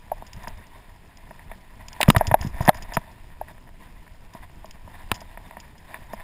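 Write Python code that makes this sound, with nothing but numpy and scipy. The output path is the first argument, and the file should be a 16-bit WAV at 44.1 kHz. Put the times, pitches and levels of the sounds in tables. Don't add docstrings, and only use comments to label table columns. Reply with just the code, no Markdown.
import sys
import numpy as np
from scipy import signal
from scipy.fft import rfft, irfft, next_fast_len
from scipy.io import wavfile
from scipy.ndimage import uniform_filter1d, map_coordinates

SR = 44100
rng = np.random.default_rng(int(sys.argv[2]) if len(sys.argv) > 2 else 0)


def wav_record(signal):
    frames = np.transpose(np.atleast_2d(signal))
    bounded = np.clip(frames, -1, 1)
    quanta = np.round(bounded * 32767).astype(np.int16)
    wavfile.write(sys.argv[1], SR, quanta)


N = 274743

# start in seconds, relative level in dB, pitch in Hz.
ROOT_STRIKES = [(2.086, 5, 162), (2.101, 7, 219), (2.165, 3, 105), (2.277, -18.5, 86.4),
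                (2.318, -17, 113.6), (2.408, -21.5, 70), (2.448, -22, 175), (2.466, -23.5, 100),
                (2.541, -32, 60), (2.606, -17, 115), (2.684, -10, 182), (2.97, -20.5, 138),
                (4.349, -37.5, 182), (5.119, -27.5, 101)]
# time in seconds, air rumble level in dB.
TRAIL_ROUGHNESS = [(0, -42.5), (0.45, -42), (1.0, -49.5), (1.98, -43), (2.12, -28), (2.45, -35),
                   (2.72, -33), (3.03, -45), (4.9, -45.5), (5.13, -43), (5.35, -45.5), (6.23, -43.5)]
SMOOTH_TRAIL_DB = -46
# centre in Hz, width in Hz, relative level in dB.
LUGGAGE_MODES = [(206.5, 33, 3.5), (657, 80, 6.5), (971, 101, 5.5), (1810, 200, 4.5), (2430, 530, -7.5),
                 (3524, 120, -11)]
HARD_MODES = [(225, 120, -2.5), (1000, 163, 3.5), (1285, 130, 2.5), (1845, 740, 1.5), (2804, 590, 4),
              (3810, 305, 0), (4890, 380, -7), (6970, 820, -12), (8210, 1300, -10.5), (8900, 397, -13),
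              (14350, 560, -24)]
CHAIN_MODES = [(2600, 840, -3.5), (3400, 400, -2), (5043, 228, 5), (6966, 220, 2), (9600, 700, -27),
               (14200, 900, -36.5)]


def amp(db):
    return 10 ** (np.asarray(db) / 20)


def unit(x):
    return x / np.sqrt(np.mean(x ** 2) + 1e-20)


def crest(x, size=88):
    return x / np.sqrt(uniform_filter1d(x ** 2, size, mode="constant").max() + 1e-20)


def curve(rows):
    s, values = np.transpose(rows)
    return np.interp(np.arange(N) / SR, s, values)


def wobble(rate):
    knots = rng.standard_normal(int(N * rate / SR) + 4)
    return map_coordinates(knots, [np.arange(N) * rate / SR])


def filtered(x, response):
    m = next_fast_len(len(x) + SR // 10)
    return irfft(rfft(x, m) * response(np.fft.rfftfreq(m, 1 / SR)), m)[:len(x)]


def coloured(x, spectrum):
    f, db = np.transpose(spectrum)
    return unit(filtered(x, lambda hz: amp(np.interp(np.log(hz + 1), np.log(f), db))))


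def resonate(x, modes):
    def response(f):
        total = 0
        for k, (centre, width, db) in enumerate(modes):
            damping = 1j * f * width
            total = total + (-1) ** k * amp(db) * damping / (centre * centre - f * f + damping)
        return total
    return filtered(x, response)


def lowpass(x, hz, order=2):
    return signal.sosfilt(signal.butter(order, min(hz, SR * .45), fs=SR, output="sos"), x)


def add(track, s, x):
    part = track[max(0, round(s * SR)):][:len(x)]
    part += x[:len(part)]


def grains(rate):
    return (rng.random(N) < rate / SR) * rng.standard_normal(N)


def grit(rate, share):
    return rng.standard_normal(N) + share * unit(grains(rate))


def patchy(x, depth_db, size=(4, 7)):
    z = signal.stft(x, nperseg=512)[2]
    field = uniform_filter1d(rng.standard_normal(z.shape), size[0], axis=0)
    field = uniform_filter1d(field, size[1], axis=1)
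    return unit(signal.istft(z * amp(depth_db * unit(field)))[1][:N])


def contact(chatter, t60, hold=0.0015, evenness=0.88):
    t = np.arange(SR // 12) / SR
    fade = amp(-60 * np.maximum(t - hold, 0) / t60)
    force = rng.standard_normal(len(t)) * fade
    force *= chatter / np.linalg.norm(force)
    force[0] += 1
    z = rfft(force, 2 * len(t))
    even = irfft(z / (np.abs(z) + 1e-9) ** min(evenness, 1))[:len(t)]
    return even * np.sqrt(fade)


def blows(events, modes, count, soft_hz, chatter, t60, lead):
    track = np.zeros(N)
    for s, db, upper_db in events:
        force = lowpass(contact(chatter, t60), soft_hz, order=3)
        body = crest(resonate(force, modes[:count]))
        upper = crest(resonate(force, modes[count:]))
        add(track, s - lead, amp(db) * (body + (-1) ** count * amp(upper_db) * upper))
    return track


def tyres(lumps_db=2.5, leaf_follow=0.39, swell_db=-49, splinter_db=-13):
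    # frequency in Hz, relative level in dB.
    tread_spectrum = [(150, -18), (480, -16.5), (640, 6), (800, 3.5), (980, 11), (1270, -10), (1550, -3),
                      (1850, 4), (2400, -8.5), (3000, -34), (3600, -6), (4300, -35), (6000, -56.5),
                      (15000, -49.5)]
    leaf_spectrum = [(300, 12.5), (1000, -0.5), (2500, 9), (4200, -1), (5100, -1.5), (6050, -18),
                     (7000, -3.5), (10000, -13.5), (14500, -29), (16000, -33)]
    tyre_db = tread_level()
    crunch = patchy(coloured(grit(rate=500, share=0.75), tread_spectrum), depth_db=2.0)
    bite = 1 / (1 + amp(2 * (swell_db - tyre_db)))
    stones = unit(resonate(lowpass(grains(rate=160), 4500), LUGGAGE_MODES[1:]))
    twigs = amp(splinter_db) * unit(resonate(grains(rate=200), HARD_MODES))
    crushing = amp(tyre_db + lumps_db * wobble(60)) * (crunch + bite * (stones + twigs))
    crackle = patchy(coloured(grit(rate=150, share=0.36), leaf_spectrum), depth_db=1.0)
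    return crushing + amp(leaf_follow * tyre_db - 37.5) * crackle


def tread_level(drift_db=1.5):
    # time in seconds, tyre noise in dB.
    rolling = [(0, -60), (0.22, -54.5), (1.0, -57.5), (1.74, -60.5), (2.0, -47), (2.18, -33.5), (2.36, -55),
               (2.52, -51), (2.69, -38), (2.8, -51), (3.0, -52.5), (3.25, -60), (3.63, -63), (4.85, -59.5),
               (4.96, -47.5), (5.25, -55.5), (5.78, -57), (6.23, -53)]
    # middle in seconds, length in seconds, peak level in dB.
    scuffs = [(0.453, 0.25, -49.5), (0.762, 0.077, -52.5), (1.4, 0.17, -54), (1.522, 0.065, -50.5),
              (1.813, 0.051, -52), (2.424, 0.11, -45), (2.925, 0.08, -47), (3.324, 0.057, -57),
              (3.494, 0.067, -50), (3.833, 0.093, -50.5), (4.359, 0.072, -50.5), (4.436, 0.043, -47.5),
              (5.32, .08, -51), (5.929, 0.13, -43.5), (6.205, 0.056, -45.5)]
    power = amp(curve(rolling) + drift_db * wobble(12)) ** 2
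    for s, length, db in scuffs:
        place = np.clip((np.arange(N) / SR - s) / length, -.5, .5)
        power += (amp(db) * np.cos(np.pi * place)) ** 2
    return 10 * np.log10(power)


def root_thumps(swings=4.1, attack=0.0047):
    track, t = np.zeros(N), np.arange(SR // 5) / SR
    for s, db, hz in ROOT_STRIKES:
        fade = amp(-60 * t * hz / swings)
        swing = np.sin(2 * np.pi * hz * t) * fade * (1 - np.exp(-t / attack))
        add(track, s, amp(db) * crest(swing))
    return amp(1.5) * track


def mount_knocks():
    # time in seconds, relative level in dB, upper modes in dB re the lower ones.
    knocks = [(0.117, -17.5, -25), (2.005, -14.5, -18), (2.21, -2.5, -16.5), (2.342, -0.5, -17),
              (2.692, 7, -15.5), (3.413, -22.5, -21.5)]
    # centre in Hz, width in Hz, relative level in dB.
    mount_modes = [(407, 470, -16.5), (611.6, 65.6, 5.5), (735, 155, 3.5), (916, 109, 2.5), (1116, 42, -17),
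                   (1664, 170, -10.5), (2070, 940, -26), (3400, 900, -47.5)]
    return amp(0.5) * blows(knocks, mount_modes, count=5, soft_hz=2400,
                            chatter=0.71, t60=0.062, lead=.001)


def luggage_clacks():
    # time in seconds, relative level in dB, upper modes in dB re the lower ones.
    clacks = [(0.223, -26.5, -25), (0.473, -24.5, -5.5), (1.309, -31, -8.5), (1.393, -44, 6),
              (1.515, -28.5, -4.5), (2.081, -11.5, -8), (2.148, 0, -11), (2.163, 0, 2), (2.199, -23, -1),
              (2.255, -26, -30), (2.313, -10, -8), (2.428, -36.5, 9), (2.607, -18, -14), (2.651, -29, -9),
              (2.678, -7, -6.5), (2.685, -8.5, -0.5), (2.748, -27, -5), (2.923, -27, -5),
              (2.969, -10.5, -5.5), (3.484, -43.5, 6), (4.078, -47.5, 5.5), (4.35, -30.5, -17.5),
              (4.644, -30, -32), (4.877, -33.5, -30), (5.116, -23.5, 2.5), (5.216, -32, -11),
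              (5.374, -29.5, -3), (5.51, -31.5, -4), (5.569, -27, -6), (5.943, -33.5, 6),
              (6.134, -22.5, -10)]
    return amp(-5.0) * blows(clacks, LUGGAGE_MODES, count=3, soft_hz=3640,
                             chatter=1.51, t60=0.028, lead=0.00034)


def hard_slaps():
    # time in seconds, relative level in dB, upper modes in dB re the lower ones.
    cracks = [(2.0128, -31, 12), (2.030, -23.5, 9), (2.1015, 6.5, -2.5), (2.165, -6.5, -6.5),
              (2.692, -6.5, -9.5), (2.969, -22.5, -17), (5.116, -18, -3)]
    return amp(3.0) * blows(cracks, HARD_MODES, count=3, soft_hz=15100,
                            chatter=1.34, t60=0.021, lead=.0002)


def chain_ticks(rebound_db=-4, count=7):
    # start in seconds, relative level in dB, seconds before the rebounds die away.
    slaps = [(0.267, -41.5, 0.0086), (0.332, -34, 0), (0.434, -41, 0.00077), (0.481, -32, 0),
             (0.575, -47, 0), (0.669, -46.5, 0.0021), (1.172, -41, 0), (1.884, -30, 0), (1.93, -33, 0),
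             (2.088, -12, 0.024), (2.1818, -11.5, 0), (2.2699, -21, 0.0045), (2.413, -26.5, 0),
             (2.431, -38, .012), (2.4718, -36.5, 0.0015), (2.613, -37, 0.019), (2.6526, -30, 0),
             (2.673, -30.5, 0.0033), (2.745, -36, 0.011), (2.771, -38.5, 0.0021), (2.824, -33.5, 0.0059),
             (2.9368, -27.5, 0.017), (4.337, -43, 0), (4.6572, -42, 0), (4.71, -35, 0), (5.143, -34, .02),
             (5.206, -38.5, 0.0077), (5.6016, -34.5, 0.0035), (5.78, -47, 0.004), (6.1306, -42.5, 0.015)]
    rebound_s, settle_t60_s = .0045, 0.021
    track = np.zeros(N)
    for s, db, hold in slaps:
        delays = np.cumsum(rebound_s * rng.uniform(0.73, 1.4, count))
        for delay in delays - delays[0]:
            fade_db = rebound_db * (delay > 0) - 60 * max(delay - hold, 0) / settle_t60_s
            tick = crest(resonate(contact(chatter=1.15, t60=0.027), CHAIN_MODES))
            add(track, s + delay, amp(db + fade_db) * tick)
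    return amp(-6.0) * track


def small_rattles(tap_rate=50, tap_db=-63, tap_hz=1800, tick_rate=45, tick_db=-79,
                  tap_follow=0.77, tick_follow=0.78):
    rough_db = curve(TRAIL_ROUGHNESS) - SMOOTH_TRAIL_DB
    taps = unit(resonate(lowpass(grains(tap_rate), tap_hz), LUGGAGE_MODES))
    ticks = unit(resonate(grains(tick_rate), CHAIN_MODES))
    return amp(tap_db + tap_follow * rough_db) * taps + amp(tick_db + tick_follow * rough_db) * ticks


def ground(bump_rate=70, bump_db=-1, tyre_hz=140, jingle_db=-19, creak_db=-13,
           gust_db=2.4, uneven_db=3.0):
    # frequency in Hz, relative level in dB.
    rumble_spectrum = [(10, -8), (28, -2), (50, -13), (90, -16.5), (200, -39.5), (600, -81.5)]
    shudder_spectrum = [(30, -12), (65, 0), (105, -3), (190, -5), (320, -13), (500, -18), (1200, -23),
                        (4000, -44.5)]
    shudder_db, shudder_follow = -57.5, .33
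    lurch_db = 1.5
    trail_db = curve(TRAIL_ROUGHNESS)
    jolt = jolts()
    air_level = amp(trail_db + gust_db * wobble(18)) + amp(lurch_db) * jolt
    air = air_level * coloured(rng.standard_normal(N), rumble_spectrum)
    rough_db = trail_db - SMOOTH_TRAIL_DB
    shudder = amp(shudder_db + shudder_follow * rough_db + uneven_db * wobble(25)) + jolt
    frame = amp(2.5) * coloured(rng.standard_normal(N), shudder_spectrum)
    rounded = lowpass(grains(bump_rate), tyre_hz, order=3)
    bumps = amp(bump_db) * coloured(rounded, shudder_spectrum)
    jingle = amp(jingle_db) * unit(resonate(grit(rate=350, share=3.4), CHAIN_MODES))
    creak = amp(creak_db) * unit(resonate(grit(rate=210, share=2.6), LUGGAGE_MODES))
    return air + shudder * (frame + bumps + jingle + creak)


def jolts():
    jolt_db, t60_s = -21, .15
    track, t = np.zeros(N), np.arange(SR // 2) / SR
    for s, db, hz in ROOT_STRIKES:
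        add(track, s, amp(db + jolt_db - 60 * t / t60_s))
    return track


def scene():
    riding = tyres() + root_thumps()
    knocking = mount_knocks() + luggage_clacks() + hard_slaps()
    rattling = chain_ticks() + small_rattles()
    return (riding + knocking + rattling + ground())[None]


def limiter(x, threshold_db=-8, attack=0.0084, release=0.028):
    fall = np.arange(N) / (SR * release)
    held = np.exp(np.maximum.accumulate(np.log(np.abs(x) + 1e-9) + fall) - fall)
    over = np.maximum(held / amp(threshold_db) - 1, 0)
    pole = np.exp(-1 / (SR * attack))
    excess = signal.lfilter([1 - pole], [1, -pole], over)
    return np.clip(x / (1 + excess), -.92, .92)


def record(dry):
    hold_hz, top_hz = 12000, 15100
    x = limiter(dry[0])
    slope = np.gradient(lowpass(x, 3700, order=6) - lowpass(x, 200, order=1)) * SR
    carrier = np.sin(2 * np.pi * hold_hz * np.arange(N) / SR)
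    mirror = amp(3.0) * slope / (np.pi * hold_hz) * carrier
    return filtered(x + mirror, lambda hz: 1 / np.sqrt(1 + (hz / top_hz) ** 80))[None]


dry = scene()
out = record(dry)
wav_record(out)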